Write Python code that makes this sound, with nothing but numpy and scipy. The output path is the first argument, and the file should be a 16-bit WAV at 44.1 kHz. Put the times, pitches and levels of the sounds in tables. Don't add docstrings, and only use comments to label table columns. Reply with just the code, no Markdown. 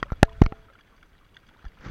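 import sys
import numpy as np
from scipy import signal
from scipy.fft import rfft, irfft
from scipy.io import wavfile
from scipy.ndimage import uniform_filter1d

SR = 44100
rng = np.random.default_rng(int(sys.argv[2]) if len(sys.argv) > 2 else 0)


def gain_from_db(level_db):
    decades = np.asarray(level_db, float) / 20
    return 10 ** decades


def wav_record(signal):
    frames = np.transpose(np.atleast_2d(signal))
    bounded = np.clip(frames, -1, 1)
    quanta = np.round(bounded * 32767).astype(np.int16)
    wavfile.write(sys.argv[1], SR, quanta)


N = 83790
T = np.arange(N) / SR

# centre_hz, width_hz, level_db
SHELL_WINDOWS = [(1380, 410, 2), (1500, 380, -2.5), (2270, 64, -7.5), (2870, 77, -7.5), (3340, 110, -4),
                 (4670, 210, -13), (6140, 310, -14)]


def unit(x):
    return x / np.sqrt(np.mean(x ** 2))


def curve(table):
    return gain_from_db(np.interp(T, *np.array(table).T[:2]))


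def colour(x, table):
    hz, db = np.array(table).T
    f = np.maximum(np.fft.rfftfreq(N, 1 / SR), 1)
    gain = gain_from_db(np.interp(np.log(f), np.log(hz), db))
    return unit(irfft(rfft(x) * gain, N))


def band(x, hz, width):
    return signal.lfilter(*signal.iirpeak(hz, hz / width, SR), x)


def walk(rate):
    k = int(SR / rate)
    held = np.repeat(rng.standard_normal(N // k + 1), k)
    return 1.3 * uniform_filter1d(uniform_filter1d(held, k), k)[:N]


def add(out, s, x):
    i = int(s * SR)
    out[i:i + len(x)] += x[:N - i]


def ring(hz, t60, length, glide=0.):
    t = np.arange(int(length * SR)) / SR
    return np.sin(2 * np.pi * hz * t * (1 + glide * t / t60)) * np.exp(-np.log(1000) * t / t60)


def swell(s, rise_ms, fall_ms):
    late_ms = np.clip(T - s, -.1, .1) * 1e3
    rising = np.exp(np.minimum(-late_ms / rise_ms, 50))
    falling = np.exp(np.minimum(late_ms / fall_ms, 50))
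    return 1 / (rising + falling)


def distant_bubbles():
    out = np.zeros(N)
    for when, size, fade, strength in rng.random((700, 4)):
        hz = 900 * 4.5 ** size
        bubble = ring(hz, (10 + 40 * fade) / hz, .04, 0.048)
        add(out, when * N / SR, gain_from_db(52 * strength - size) * bubble)
    return out


def near_bubbles():
    # start_s, level_db, pitch_hz
    plops = [(0.281, -40.5, 1013), (0.314, -46, 964), (0.685, -44.5, 1310), (0.699, -44.5, 1350),
             (0.733, -48.5, 1603), (0.753, -44, 1382), (0.788, -45.5, 2270), (0.808, -48.5, 1662),
             (0.954, -55, 1109), (1.211, -52, 1191), (1.289, -58, 3400), (1.592, -51.5, 1420),
             (1.664, -43.5, 1670), (.056, -45, 564), (.066, -46.5, 1260), (.29, -46.5, 1210),
             (.7, -52, 544), (1.825, -51, 1490), (1.884, -42, 2140)]
    # start_s, level_db, pitch_hz
    cluster = [
        (1.366, -40.5, 1528),
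        (1.367, -39.5, 1860),
        (1.368, -35, 3380),
    ]
    out = np.zeros(N)
    for s, db, hz in list(plops) + list(cluster):
        bubble = ring(hz, 49 / hz, 0.029, 0.047)
        add(out, s, gain_from_db(db) * bubble * np.minimum(T[:len(bubble)] / 0.00098, 1))
    return out


def water():
    # start_s, level_db
    churn = [(0.0, -60.5), (0.084, -57.5), (0.75, -62.5), (1.254, -64), (1.81, -59.5), (1.9, -50)]
    # pitch_hz, level_db per Hz
    wash_colour = [(88, -27.5), (150, 3), (751, -8), (1210, -11.5), (2100, -12), (2290, -10.5),
                   (2490, -13.5), (3390, -16.5), (9000, -41), (11700, -66.5), (19800, -120)]
    # start_s, level_db, length_ms, loudest_octave (octaves above 1 kHz)
    slaps = [(0.059, -57, 1.6, 1.3), (.16, -73, 2.2, 1.1), (.295, -54.5, 2.3, 1.5), (.33, -53, 3.5, 1.48),
             (0.736, -63.5, 7.1, 1.8), (0.792, -59, 3.1, 1.23), (0.966, -66, 3.1, 2.35),
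             (.98, -61, 2.6, 1.17), (1.03, -51, 2.47, 1.22), (1.25, -61, 5.3, 1.46),
             (1.294, -66, 2.34, 1.7), (1.345, -57, 4.2, 1.45), (1.369, -52.5, 2.66, 1.7),
             (1.468, -60, 2.7, 1.8), (1.489, -52.5, 4.4, 1.24), (1.652, -59.5, 8.8, 1.76),
             (1.744, -64.5, 2.8, 1.65), (1.06, -69, 3.4, 3), (1.189, -63, 1.76, 1.37),
             (1.357, -66, 1.9, 2.6), (1.39, -62, 2, 1.75), (1.402, -66.5, 1.86, 2.2),
             (1.478, -62.5, 2.4, 2.7), (1.592, -69.5, 2.3, 1.9), (1.668, -66, 2, 2), (1.683, -61.5, 2.5, 2),
             (.81, -60.5, 2.5, 1.8), (.195, -70, 2.6, 1.4), (.002, -51.5, 3.5, 1.54)]
    slap_spread, spray_db, spray_hz = 0.47, -5, 3560

    bubbles = distant_bubbles()
    slosh = walk(45)
    clumps, near = 0, np.zeros(N)
    for hz, width, db in SHELL_WINDOWS:
        narrow = unit(band(band(rng.standard_normal(N), hz, width), hz, 3 * width))
        steady = narrow * gain_from_db(db) * np.sqrt(width / 200)
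        flicker_db = 9.9 * np.tanh(.6 * slosh + 0.75 * walk(70))
        clumps = clumps + steady * gain_from_db(flicker_db)
        for s, slap_db, ms, octave in slaps:
            off_pitch = (np.log2(hz / 1e3) - octave) / slap_spread
            near += steady * gain_from_db(slap_db - db / 2 - 4.0 * off_pitch ** 2) * 2 * swell(s, ms / 2, ms)

    spray = unit(band(rng.standard_normal(N), spray_hz, spray_hz))
    bursts = sum(gain_from_db(db) * swell(s, ms / 4, ms / 2) for s, db, ms, octave in slaps)
    near += gain_from_db(spray_db) * spray * bursts
    wash = colour(rng.standard_normal(N) * gain_from_db(0.61 * slosh), wash_colour)
    bed = gain_from_db(-6.5) * unit(bubbles) + gain_from_db(-5.5) * unit(clumps) + gain_from_db(-0.5) * wash
    return curve(churn) * bed + near + near_bubbles()


def sway():
    # start_s, level_db
    sway_level = [(0.0, -45.5), (0.126, -45.5), (0.322, -44), (0.39, -37.5), (0.492, -46.5), (0.798, -58),
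                  (1.206, -56.5), (1.618, -57), (1.814, -54), (1.9, -40)]
    rumble = [(8, 0.0), (25, 2.5), (60, -5.5), (120, -11.5), (220, -30), (600, -56.5)]  # pitch_hz, level_db
    return curve(sway_level) * colour(rng.standard_normal(N), rumble)


def shoves():
    # start_s, direction (signed factor), level_db, rise_ms, fall_ms
    air_shoves = [(.02885, 1, -6, 0.29, 0.061), (0.033, 0.045, -15, 7.8, 0.47),
                  (0.1204, -1.03, -16, 0.12, 0.3), (0.1207, 0.93, -13.5, 0.11, 1.6),
                  (0.1223, 1, -12.5, 0.48, 2.9), (.131, -1.8, -32.5, 0.21, 0.36),
                  (0.23045, -0.8, 10.5, 0.68, 0.04), (0.2305, 0.73, 3, 0.03, 3.9),
                  (.4152, .5, -16.5, .4, 1.5), (0.4185, 0.65, 14, 0.89, 0.19), (0.4202, -0.7, 6, 0.3, 0.15),
                  (0.421, -1, -1, 1.4, 2.8), (0.434, 0.87, -11, 2.5, 6), (0.443, 1, -4, 3.5, 2.6),
                  (0.4642, -1.21, -12, 0.38, 3.4), (0.5232, -1.8, -20.5, 0.19, 0.58),
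                  (.595, 0.7, -30.5, 1.1, 1.8), (1.645, -1.1, -31.5, .6, .9), (1.657, 1, -27, 2.06, 4.4),
                  (1.666, -0.96, -18.5, 2.37, 4.6), (1.799, 1, -37, 1.7, 7.8),
                  (1.833, -1.1, -34, 0.96, 0.53), (1.8637, 0.71, -21, 1.65, 0.43),
                  (1.865, -1, -27, 0.44, 1.3), (1.88, 0.87, -24, 2.5, .6), (1.8965, -1.2, -27, 1.5, 0.55),
                  (1.899, 0.91, -26, 0.41, 0.77)]
    return sum(way * gain_from_db(db) * swell(s, rise, fall) for s, way, db, rise, fall in air_shoves)


def knocks():
    # pitch_hz, direction (sign), level_db, t60_s
    hard_knocks = [
        (.02888, [(1111, -1, -21.6, .0206), (1338, -1, -12.5, .015), (1867, -1, -19, .0187), (2550, -1, -27, .009), (3186, -1, -25, .011), (4830, 1, -33, .011)]),
        (.2299, [(558, 1, -1.6, .0174), (811, -1, -2.5, .0176), (1155, -1, 3, .005), (1380, -1, -4, .014), (1749, 1, -9, .016), (1670, 1, -30, .06), (2062, -1, -16, .018), (2720, -1, 0, .0045), (3800, 1, -14, .006)]),
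        (.4208, [(660, 1, -17, .013), (880, 1, -17, .012), (2100, 1, -27, .016), (3000, -1, -30, .01)]),
        (.4381, [(1830, 1, -34, .025)]),
        (.4626, [(986, -1, -22.5, .0072), (1351, 1, -19.5, .011), (2210, 1, -24, .016), (3100, -1, -36, .008), (4400, -1, -32, .008), (5300, 1, -38, .006)]),
        (.523, [(794, 1, -26, .035), (1288, -1, -36.6, .0136), (1860, -1, -32, .006), (2418, -1, -32, .004)]),
    ]
    out = np.zeros(N)
    for s, modes in hard_knocks:
        body = sum(way * gain_from_db(db) * ring(hz, t60, 0.059) for hz, way, db, t60 in modes)
        add(out, s, body * np.minimum(T[:len(body)] / .0003, 1))
    return out


def taps():
    # start_s, peak_db, favoured_octave (octaves above 1 kHz), spread_octaves, rattle_ms
    shell_taps = [(0.0293, -31, 3.5, 1.04, 2.5), (.1028, -33.5, 1.5, 1.43, 1.1),
                  (0.1197, -33, 1.2, 1.27, 0.69), (0.1298, -33, 1, 1.14, 0.36),
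                  (0.2311, -20, 2.5, 0.46, 0.28), (.2500, -38.5, 2, 1.1, 0.5),
                  (0.2543, -46.5, 2, 0.9, 0.46), (.39, -54, -1, 0.53, 1.1), (0.419, -21, 2, 0.71, 0.53),
                  (0.4168, -32.5, 2.5, 0.34, 0.4), (.4262, -42, 2, 0.3, 0.98), (0.4342, -39, 1.3, 0.97, .8),
                  (0.4373, -29.5, 1.5, 0.86, .8), (.455, -38.5, 2, 1.7, 3.8), (0.4612, -36.5, 2, 1.1, 0.86),
                  (0.5231, -32, -0.6, 1.25, 1.3), (1.643, -44.5, 1.3, 1.55, 0.73),
                  (1.652, -38.5, 0.6, 1.6, 0.64), (.1255, -47.5, 1.8, 1.3, 0.41),
                  (0.4466, -51, 2.5, .8, .5), (.4588, -41.5, 2.3, .8, 1.03)]
    # pitch_hz, level_db, t60_s
    shell_modes = [(616, -2, 0.034), (810, 3, 0.023), (1030, -16, 0.022), (1352, 7, 0.028),
                   (1810, -6, 0.04), (2000, -5, .02), (2335, -11.5, 0.013), (2800, -13.5, .012),
                   (3778, -11.5, 0.01), (4160, -11.5, 0.014), (4530, -14.5, .01), (5850, -5, 0.0057),
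                   (7340, -23.5, 0.0032), (11415, -26, 0.0043)]
    scatter_db, contact_s, rattle_db, off_spot_db = 5.5, 0.0001, -7.5, 15
    out, t = np.zeros(N), np.arange(500) / SR
    chance = rng.standard_normal((len(shell_taps), len(shell_modes) + len(t)))
    for (s, peak_db, octave, spread, ms), luck in zip(shell_taps, chance):
        rattle = luck[-len(t):] * np.exp(-t * 1e3 / ms) / np.sqrt(ms * SR / 2900.0)
        push = gain_from_db(rattle_db) * rattle + (t == 0)
        body = 0
        for k, (hz, db, t60) in enumerate(shell_modes):
            off_spot = 6 * ((np.log2(hz / 1e3) - octave) / spread) ** 2
            gain = gain_from_db(db + scatter_db * luck[k] - min(off_spot, off_spot_db))
            body = body + (-1) ** k * gain * ring(hz, t60, .05)
        soft = 1 - np.exp(-(T[:len(body)] / contact_s) ** 2)
        hit = np.convolve(push, body * soft)
        add(out, s, gain_from_db(peak_db) * hit / np.abs(hit).max())
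    return out


def ticks():
    # start_s, level_db
    droplets = [
        (.103, -58),
        (.111, -48),
        (.131, -56),
        (.158, -48),
        (0.437, -41),
        (0.462, -44.5),
    ]
    out, tick = np.zeros(N), ring(11500, .006, .01)
    for s, db in droplets:
        add(out, s, gain_from_db(db) * tick * np.minimum(T[:len(tick)] / .0004, 1))
    return out


def mount():
    # pitch_hz, level_db, t60_s
    mount_modes = [(437, -50.5, .8), (667, -48.5, 0.7)]
    # start_s, level_db
    mount_blows = [
        (.231, 2.5),
        (0.421, 1),
    ]
    out = np.zeros(N)
    hum = sum(gain_from_db(db) * ring(hz, t60, 1.) for hz, db, t60 in mount_modes)
    for s, db in mount_blows:
        add(out, s, gain_from_db(db) * hum)
    return out


def rub():
    # start_s, level_db
    rub_level = [(1.62, -89), (1.65, -61.5), (1.69, -69.5), (1.785, -81), (1.802, -57), (1.865, -43),
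                 (1.9, -52)]
    # pitch_hz, level_db per Hz
    rub_colour = [(35, -32), (60, -11), (250, -6), (791, -19.5), (1290, -19), (2110, -19), (2390, -28.5),
                  (5880, -31), (7500, -41.5), (8100, -59.5), (10400, -82), (17600, -120)]
    grains = rng.standard_normal(N)
    grain_db = np.minimum(1.7 * rng.exponential(size=N), 14) + 2.1 * walk(150)
    slips = grains * gain_from_db(grain_db)
    rung = sum(gain_from_db(db / 2) * band(slips, hz, width) for hz, width, db in SHELL_WINDOWS)
    return curve(rub_level) * colour(unit(slips) + gain_from_db(-9.5) * unit(rung), rub_colour)


def scene():
    blows = shoves() + knocks() + taps() + mount() + ticks()
    return (blows + water() + sway() + rub())[None]


def band_limit(x):
    return signal.sosfilt(signal.butter(12, 16064, fs=SR, output="sos"), x)


def record(dry):
    port_hz, seal_hz, coupling_hz, top_hz = 20, 7200, 9, 16000
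    hiss_db, ceiling = -76, 0.92
    x = signal.lfilter(*signal.butter(1, port_hz, "high", fs=SR), dry)
    x = signal.lfilter(*signal.butter(2, seal_hz, fs=SR), x)
    x = x + gain_from_db(hiss_db - 2) * rng.standard_normal(dry.shape)
    x = np.clip(x, -ceiling, ceiling)
    x = signal.lfilter(*signal.butter(1, coupling_hz, "high", fs=SR), x)
    x = signal.sosfilt(signal.ellip(10, .2, 60, top_hz, fs=SR, output="sos"), x)
    mix = np.clip(x, -1, 1)
    return band_limit(mix)


dry = scene()
out = record(dry)
wav_record(out)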